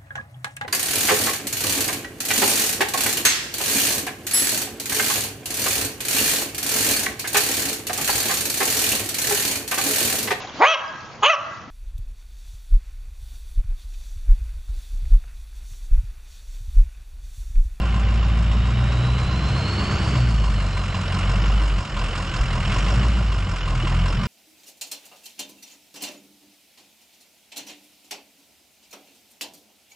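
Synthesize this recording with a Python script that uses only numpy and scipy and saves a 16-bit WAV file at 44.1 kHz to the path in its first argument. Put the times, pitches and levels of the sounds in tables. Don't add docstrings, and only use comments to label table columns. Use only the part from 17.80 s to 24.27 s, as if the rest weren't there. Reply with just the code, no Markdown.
import sys
import numpy as np
from scipy import signal
from scipy.fft import rfft, irfft, next_fast_len
from scipy.io import wavfile

SR = 44100
rng = np.random.default_rng(int(sys.argv[2]) if len(sys.argv) > 2 else 0)


def natural_amplitude(level_db):
    exponent = np.asarray(level_db, float) / 20
    return 10 ** exponent


def output_pcm(signal):
    pcm = np.clip(np.atleast_2d(signal).T, -1, 1) * 32767
    wavfile.write(sys.argv[1], SR, np.round(pcm).astype(np.int16))


N = 285327
HZ = np.fft.rfftfreq(next_fast_len(N, True), 1 / SR) + 1e-3

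# (frequency [Hz], width [Hz], level over the base [dB])
PIPE_MODES = [(41.8, 4.6, 5), (45.44, 1.33, -11), (54.3, 30.4, 21.5), (93.3, 15.6, 6), (122.8, 15.3, 16),
              (171.4, 10, 8), (226.4, 5.6, 8.5), (267, 36, -4.5)]
ORDER_LEVELS = [0.0, 2, -4.5, -5]
ORDER_LEADS = [0.07, 1.76, 1.36, 0.89]
# (frequency [Hz], level [dB per Hz])
CAB_SPECTRUM = [(8, -43), (18, -14), (26, -3), (40, -10.5), (70, -0.5), (110, 0), (150, -6), (200, -6),
                (225, -10.5), (255, -33), (330, -65.5)]
# (frequency [Hz], width [Hz], level [dB])
CAB_MODES = [(92.5, 5.8, -12.5), (187, 180, 4), (190, 6.4, 3.5),
             (54, 14, 8), (126.8, 16.4, 3)]


def exhaust(rate, firings, effort_db):
    turn = 2 * np.pi * (firings - .15)
    first_db, upper_db, rumble_swell_db = swells_and_lulls()
    orders = 0
    for order, (order_db, lead) in enumerate(zip(ORDER_LEVELS, ORDER_LEADS), 1):
        humps_db = sum(db / (1 + (2 * (order * rate - hz) / width) ** 2) for hz, width, db in PIPE_MODES)
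        swell_db = upper_db if order > 1 else first_db
        orders = orders + natural_amplitude(order_db + humps_db + swell_db) * np.sin(order * turn + lead)
    orders = orders * natural_amplitude(-40.5 + 0.27 * effort_db)
    rumble_db = rumble_swell_db - 29 + 0.3 * effort_db + 0.06 * (rate - rate.mean())
    cab_gain = colour(CAB_SPECTRUM, CAB_MODES)
    mid, side = rms_one(filtered(rng.standard_normal((2, N)), cab_gain))
    return np.sqrt(2) * orders + natural_amplitude(rumble_db) * (mid + natural_amplitude(-26.0) * side * [[1], [-1]])


# (time [s], length [s], first order [dB], upper orders [dB], rumble [dB])
SWELLS_AND_LULLS = [(0.62, 0.57, 2, 2, 2.5), (1.623, 0.28, -1.5, -13.5, 3.5), (2.154, 0.15, -5.5, -5.5, 2),
                    (2.41, 0.45, 3, 3.5, 5), (2.495, 0.064, -2, 1, -5), (1.75, 0.14, -0.5, 13.5, 1.5),
                    (1.185, 0.53, -0.5, 1, 1), (3.44, 0.3, 2, 3.5, 1.5), (3.814, 0.27, 3, -5.5, 2),
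                    (4.08, 0.075, -22, -4, -2), (4.236, 0.076, 2.5, -11, 1.5), (4.45, 0.48, -3, -7.5, 0.5),
                    (4.9, 0.094, -2, 3, 0.5), (5.79, 0.063, -4, -7.5, -17.5), (6.24, 0.16, 4, 7, -3.5),
                    (6.47, 0.15, -10.5, -22, 6.5), (0.13, 0.19, 0.5, 1, 0), (2.04, .1, 3.5, 4, -0.5),
                    (3.2, 0.062, -4.5, 1.5, 3), (4.42, 0.3, -3, 4.5, -2.5), (5.27, 0.34, 0.5, -5, 4),
                    (6.37, 0.079, 14, -8, 4), (1.52, 0.083, 1.5, 2.5, 0.5), (4.0, .1, 4, 2, 2.5),
                    (4.97, .1, 4.5, -3, 1.5), (3.87, 0.083, -1, 0, -4.5), (5.2, 0.088, 0, 3, 1),
                    (4.1, .1, 3, -6, -2.5)]


def swells_and_lulls():
    t = np.arange(N) / SR
    return sum(np.outer(db, np.exp(-(2 * (t - s) / length) ** 2 / 2)) for s, length, *db in SWELLS_AND_LULLS)


# (head [dB], sump [dB], covers [dB], block [dB], injector [dB])
CYLINDER_KNOCK = [(1, 9.5, 0, 12, 17), (4.7, 6, -1, 5, 17), (7, 9.5, -6, 7.5, 10), (1.5, -1, -1, 9, 18),
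                  (-11, -25, -4.5, 8.5, 12.5), (-4.5, -33, -5.5, 11, 14), (3.5, -18, -2.5, 4.5, 10.5),
                  (4.5, -5.5, -3, 10, 11)]
BAND_EDGES = [150, 450, 930, 1100, 1700, 2500, 3600, 4700, 6200, 8500, 16000]
PART_OF_BAND = [0, 0, 1, 2, 3, 3, 2, 4, 4, 4]
# (frequency [Hz], level [dB], decay t60 [s])
BAND_RINGS = [(300, -26, 0.041), (607, -42.5, 0.04), (1047, -26.5, 0.027), (1405, -35, 0.52),
              (1977, -43.5, 0.032), (2850, -35, 0.012), (4170, -25, 0.014), (5200, -35, 0.013),
              (6800, -27, 0.024), (8750, -15.5, 0.0063)]
# (frequency [Hz], level [dB per Hz])
BAY_SPECTRUM = [(150, -51), (240, -4.5), (300, -1), (400, -4), (600, -2.5), (1050, -3.5), (1750, -6.5),
                (2850, -7.5), (3550, -12.5), (5250, -15), (7000, -14.5), (10100, -37.5), (12500, -54.5),
                (15500, -91)]
# (frequency [Hz], width [Hz], level [dB])
BLOCK_MODES = [(573, 7.1, 5.5), (813, 30, 5.5), (1010, 150, 4.5), (1197, 170, 4), (1384, 24, 6),
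               (1531, 45, 6), (2110, 18, 2.5), (2850, 230, 2), (3060, 560, 2.5), (5290, 210, 4.5),
               (7080, 360, -3.5), (856, 93, -8), (6160, 1100, -7.5)]


def clatter(rate, firings, level_db, treble_db, knock):
    at = np.flatnonzero(np.diff(np.floor(firings))) + 1
    cylinder = np.floor(firings).astype(int) % 8
    since = np.arange(N) - np.r_[0, at][np.searchsorted(at, np.arange(N), "right")]
    hiss, fresh = rng.standard_normal((2, 2, N))
    own_rattle = rng.standard_normal((2, 8, 2000))[:, cylinder, since]
    rattle = 0.55 * own_rattle + 0.8 * fresh
    common_db = 0.61 * rng.standard_normal(400)[:len(at)]
    knock = np.clip(knock, 0, .9)
    patterns = np.transpose(CYLINDER_KNOCK)[PART_OF_BAND]
    out = 0
    for low, high, pattern_db, (ring_hz, ring_db, ring_t60) in zip(BAND_EDGES, BAND_EDGES[1:], patterns, BAND_RINGS):
        kicks = np.zeros(N)
        spread_db = 1.3 * rng.standard_normal(400)[:len(at)]
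        kicks[at] = natural_amplitude(np.array(pattern_db)[cylinder[at]] + common_db + spread_db)
        bursts = rms_one(one_pole(one_pole(kicks, .0058), .007))
        share = knock * min(1, (low / 1700) ** 0.56, (6000 / low) ** 0.15)
        octaves_up = np.log2(low / 2500)
        bright_db = (treble_db - treble_db.mean()) * np.clip(octaves_up, 0, 1)
        tilt = natural_amplitude(bright_db + (-0.08 + 0.46 * np.clip(octaves_up, 0, 2)) * drift(8.2))
        tilt *= (rate / 50) ** (1.8 * np.clip(np.log2(600 / low), 0, 1))
        mix = tilt * (np.sqrt(1 - share) * hiss + np.sqrt(share) * bursts * rattle)
        mix[0] += tilt * np.sqrt(0.37 + 0.68 * knock) * natural_amplitude(ring_db) * ring(kicks, ring_hz, ring_t60)
        out = out + filtered(mix, (HZ >= low) & (HZ < high))
    return natural_amplitude(level_db + 1.93) * ports(filtered(out, colour(BAY_SPECTRUM, BLOCK_MODES)))


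def ring(clicks, hz, t60):
    w = 2 * np.pi * hz / SR
    decay = natural_amplitude(-60 / (max(t60, .003) * SR))
    swell = np.exp(-1 / (.0015 * SR))
    for pole in (decay, swell):
        clicks = signal.lfilter([0, np.sin(w)], [1, -2 * pole * np.cos(w), pole * pole], clicks + 1e-18)
    return rms_one(clicks)


# (frequency [Hz], level [dB]) of three modes
CYLINDER_MODES = [(1040, 4, 2775, 7.5, 1450, 3), (1470, 5, 2760, 7, 1110, 5), (1060, 3, 2800, 5.5, 600, 3),
                  (1356, 7.5, 2890, 5, 1140, 2), (1470, 7, 2760, 1, 2420, 1), (1357, 3, 2935, 6, 2690, 6),
                  (1740, -3, 2995, 9, 645, 0), (1055, 0, 2950, 7, 2133, 4)]
MODE_DECAYS = [0.086, 0.049, 0.029]


def own_rings(knocks, level_db):
    burn = np.floor(knocks).astype(int)
    chance = rng.standard_normal((400, 6))[burn - burn[0]].T
    age = (np.arange(N) - np.searchsorted(burn, burn)) / SR
    modes = np.transpose(CYLINDER_MODES)[:, burn % 8]
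    rise = (1 - np.exp(-age / .003)) ** 2
    fade = np.minimum(5 * (1 - knocks % 1), 1)
    out = 0
    for hz, db, t60, loud, pitch in zip(modes[::2], modes[1::2], MODE_DECAYS, chance[:3], chance[3:]):
        shape = rms_one(natural_amplitude(-60 * age / t60) * rise * fade)
        out = out + 4 * shape * natural_amplitude(db + 1.3 * loud) * np.sin(2 * np.pi * hz * (1 + .009 * pitch) * age)
    return natural_amplitude(level_db - 8) * ports([out, 0 * out])


# (time [s], frequency [Hz], extra level [dB])
GAS_MODE = [(0, 5290, -4.5), (2.3, 5290, -2.5), (2.45, 5060, -2), (3.2, 5130, 0), (3.6, 5290, 1.5),
            (3.96, 5060, -5), (4.43, 5270, 1.5), (4.8, 5090, 1), (4.9, 5525, 5), (5.1, 5420, 4.5),
            (5.35, 5280, -3), (5.6, 5070, 0), (5.85, 5200, -4.5), (6.47, 5200, 5)]
GAS_OF_CYLINDER = [0.5, 2, 2.5, -8, -2.5, -3.5, 2, -19.5]


def chamber(rate, knocks, effort_db):
    burn = (np.floor(knocks) - np.floor(knocks[0])).astype(int)
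    chance = rng.standard_normal((400, 2))
    hz, extra_db = in_time(GAS_MODE)
    turn = 2 * np.pi * np.cumsum(hz + 90 * chance[burn, 0] + 220 * drift(300)) / SR
    age = knocks % 1
    own_db = np.array(GAS_OF_CYLINDER)[np.floor(knocks).astype(int) % 8]
    flare = 75 * age ** 2 * np.exp(-7 * age)
    gas_db = -44 + extra_db + own_db + 0.43 * effort_db + 2.5 * chance[burn, 1]
    gas = natural_amplitude(gas_db) * flare * np.sin(turn)
    return gas.std() * ports([gas, 0 * gas])


# (time [s], frequency [Hz], level [dB])
WHISTLE = [(0, 3537, -66), (.3, 3610, -60), (.5, 3680, -56), (.9, 3790, -52), (1.2, 3930, -50),
           (1.5, 4080, -47.5), (1.74, 4200, -47), (1.87, 4310, -40.5), (2.0, 4420, -41.5),
           (2.25, 4570, -47.5), (2.44, 4505, -46), (2.55, 4440, -50.5), (2.8, 4230, -53), (3.0, 4090, -52),
           (3.2, 3960, -55), (3.35, 3860, -61), (3.5, 3760, -63), (4.2, 3410, -72)]


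def turbo(firings):
    hz, level_db = in_time(WHISTLE)
    flutter_db = one_pole(np.where(np.gradient(hz) > 0, -6, -12), .05)
    turn = 2 * np.pi * np.cumsum(hz * (1 + .003 * drift(28.5))) / SR
    pure = np.sin(turn) * natural_amplitude(2.4 * drift(30))
    below_db = 1 + 2 * drift(6.2) + np.minimum(level_db + 51, 0)
    below = natural_amplitude(below_db) * np.sin(turn - 4 * np.pi * firings)
    above = natural_amplitude(-5 + 3 * drift(8)) * np.sin(turn + 4 * np.pi * firings)
    skirt = (drift(89) + 1j * drift(180)) * np.exp(1j * (.985 * turn))
    return np.sqrt(2) * natural_amplitude(level_db) * (pure + natural_amplitude(flutter_db) * (below + above + 1.56 * skirt.real))


# (time [s], frequency [Hz], level [dB])
FAN_WHINE = [(0, 786, -48.5), (.72, 782, -48), (.79, 770, -58), (.86, 768, -48), (1.3, 800, -47.5),
             (1.5, 800, -60), (1.62, 750, -56), (1.8, 765, -53), (2.4, 755, -54), (2.6, 770, -66),
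             (6.47, 785, -70)]


def fan():
    return rough_tone(*in_time(FAN_WHINE), wander_hz=2.5, flicker_db=1.0, speed=10.0)


# (time [s], frequency [Hz], level [dB])
ROOF_DRUMMING = [(0, 92, -32), (.2, 92, -29.5), (.8, 92, -29.5), (1.1, 93, -37), (1.5, 93.5, -33),
                 (1.85, 95.5, -29), (2.1, 97, -29), (2.35, 96, -40), (2.6, 94, -55), (4.5, 91, -50),
                 (4.85, 92, -33), (5.15, 94, -31), (5.28, 94, -40), (5.5, 95, -32), (5.75, 92, -36),
                 (5.9, 92, -55), (6.47, 92, -55)]


def panel():
    return rough_tone(*in_time(ROOF_DRUMMING), wander_hz=.6, flicker_db=.7, speed=3.0)


def rough_tone(hz, level_db, wander_hz, flicker_db, speed):
    turn = 2 * np.pi * np.cumsum(hz + wander_hz * drift(speed)) / SR
    return np.sqrt(2) * natural_amplitude(level_db + flicker_db * drift(speed)) * np.sin(turn)


# (time [s], peak level [dB], frequency [Hz], decay t60 [s])
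JOLTS = [
    (3.49, -19, 131, 0.24),
    (4.528, -21, 119, 0.19),
    (4.604, -12, 53.4, 0.26),
    (4.919, -18.5, 117, 0.39),
    (6.035, -20.5, 330, 0.071),
    (6.36, -27, 70, 0.22),
]


def bumps():
    t, out = np.arange(N) / SR, 0
    for s, db, hz, t60 in JOLTS:
        age = np.maximum(t - s, 0)
        out = out + natural_amplitude(db - 60 * age / t60) * np.sin(2 * np.pi * hz * age) * np.minimum(age / 0.00095, 1)
    return out


# (frequency [Hz], left-right likeness [0-1])
PORT_LIKENESS = [(60, 1.0), (260, .99), (530, .96), (1100, .94), (2270, .96), (3800, .68), (5800, .78),
                 (8500, .82), (11000, .7)]
# (frequency [Hz], left minus right [dB])
PORT_LEVEL = [(190, 0), (330, -.5), (570, -2.2), (1010, -2.5), (1780, -2), (3130, -1), (5500, -1.2),
              (7000, 0)]
# (frequency [Hz], lead of the left [rad])
PORT_LEAD = [(0, 0.76), (1810, -0.35), (3100, -0.93), (5510, -0.3), (9820, -1.2)]


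def ports(pair):
    mid, side = pair
    alike = np.clip(at_hz(PORT_LIKENESS), 0, 1)
    skew = natural_amplitude(at_hz(PORT_LEVEL) / 2) * np.exp(.5j * at_hz(PORT_LEAD))
    mid, side = filtered(mid, np.sqrt(1 + alike)), filtered(side, np.sqrt(1 - alike))
    return rms_one(filtered(np.array([mid + side, mid - side]), np.array([skew, 1 / skew])))


def rms_one(x):
    return x / np.sqrt(np.mean(x ** 2) + 1e-20)


def in_time(rows):
    s, *columns = np.transpose(rows)
    return [np.interp(np.arange(N) / SR, s, c) for c in columns]


def at_hz(points):
    hz, value = np.transpose(points)
    return np.interp(np.log(HZ), np.log(np.maximum(hz, 1)), value)


def colour(spectrum, modes):
    humps_db = sum(db / (1 + (2 * (HZ - hz) / width) ** 2) for hz, width, db in modes)
    return natural_amplitude(at_hz(spectrum) + humps_db)


def filtered(x, gain):
    size = next_fast_len(N, True)
    return irfft(rfft(x, size) * gain, size)[..., :N]


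def drift(rate):
    r = np.exp(-80 * np.pi * rate / SR)
    slow = signal.lfilter([1], [1, -2 * r, r * r], rng.standard_normal(N // 40 + 2002))[2000:]
    return np.interp(np.arange(N) / 40, np.arange(len(slow)), rms_one(slow))


def one_pole(x, seconds):
    r = np.exp(-1 / (max(seconds, 1e-4) * SR))
    return signal.lfilter([1 - r], [1, -r], x)


# (time [s], rate [firings per s])
FIRING_RATE = [(0.0, 55.98), (0.7, 55.93), (0.94, 59.46), (1.66, 63.03), (2.0, 70.77), (2.35, 64.2),
               (2.63, 51.44), (2.91, 46.74), (3.32, 45.0), (3.83, 51.3), (4.14, 42.13), (4.44, 43.62),
               (4.84, 40.78), (5.23, 56.73), (5.4, 56.2), (5.73, 43.54), (6.04, 40.63), (6.47, 47.1)]
# (time [s], clatter level [dB], brightness [dB])
ENGINE_EFFORT = [(0, -33, -17.5), (.1, -35.5, -14), (.85, -35.5, -14), (2.0, -33, -12), (2.33, -32, -11),
                 (2.55, -35.5, -11), (3.25, -33, -11.5), (3.4, -31, -12), (3.65, -31.5, -12.5),
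                 (4.07, -36, -11), (4.15, -33, -13), (4.22, -31, -13), (4.43, -32.5, -10.5),
                 (4.82, -31, -12.5), (4.93, -28.5, -12), (5.02, -30.5, -12), (5.11, -30.5, -11.5),
                 (5.45, -35.5, -12), (5.7, -35, -11.5), (6.07, -31, -13), (6.47, -34, -13)]


def scene():
    rate, = in_time(FIRING_RATE)
    level_db, treble_db = in_time(ENGINE_EFFORT)
    effort_db = level_db - level_db.mean()
    firings = np.cumsum(rate) / SR
    pipe_delay_s = .035
    knocks = firings + pipe_delay_s * rate - 1.8
    knock_share = 0.69 - 0.012 * (rate - 48)
    engine = exhaust(rate, firings, effort_db) + clatter(rate, knocks, level_db, treble_db, knock_share)
    engine = engine + own_rings(knocks, level_db) + chamber(rate, knocks, effort_db)
    whines = (turbo(firings) + fan()) * natural_amplitude(np.array([[-.8], [.8]]))
    return engine + whines + panel() + bumps()


# (low edge [Hz], chance of inversion [0-1], chance in a spell [0-1], depth [0-1])
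POLARITY_BANDS = [(6288, .4, .7, .17), (6891, 0, .03, .3), (7580, 0, .7, 1), (8269, .01, .7, 1),
                  (8958, .03, .8, 1), (9647, .07, .15, 1), (10336, .13, .2, .9), (11025, .18, .25, .9),
                  (11714, .14, .14, .8), (12403, .03, .03, .8), (13092, 0, 0, 0)]
# (time [s], length [s], lowest frequency [Hz])
INVERSION_SPELLS = [(.24, .06, 7500), (.4, .12, 7500), (.6, .05, 8200), (.7, .14, 7900), (.86, .3, 8900),
                    (1.5, .08, 7500), (1.58, .08, 8200), (1.72, .2, 8900), (1.98, .1, 8200), (2.08, .12, 7500),
                    (2.32, .13, 8200), (2.62, .07, 8900), (3.08, .12, 8200), (3.3, .12, 8900), (3.3, .05, 7500),
                    (3.47, .38, 8900), (3.6, .14, 7500), (3.97, .07, 8900), (4.1, .09, 8900), (4.48, .06, 8200),
                    (4.86, .07, 8900), (5.2, .07, 7900), (5.45, .05, 8900), (5.8, .05, 7500), (5.88, .14, 8900)]


def joint_treble(x):
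    centres = np.arange(360, N + 1024, 1024)
    edges = np.transpose(POLARITY_BANDS)[0]
    left, right = x[0], filtered(x[1], HZ < edges[0])
    for (low, chance, spell_chance, depth), high in zip(POLARITY_BANDS, np.r_[edges[1:], SR]):
        spell = np.zeros(len(centres), bool)
        for s, length, lowest in INVERSION_SPELLS:
            spell |= (centres / SR > s) & (centres / SR < s + length) & (low > lowest)
        flip = rng.random(len(centres)) < np.where(spell, spell_chance, chance)
        polarity = np.interp(np.arange(N), centres, 1 - 2 * depth * flip)
        right = right + filtered(left, (HZ >= low) & (HZ < high)) * polarity
    return np.array([left, right])


def low_pass(x):
    return signal.sosfilt(signal.butter(12, 15400, fs=SR, output="sos"), x)


def record(dry):
    top = .5
    mix = joint_treble(top * np.tanh(dry / top))
    return low_pass(mix)


dry = scene()
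out = record(dry)
output_pcm(out)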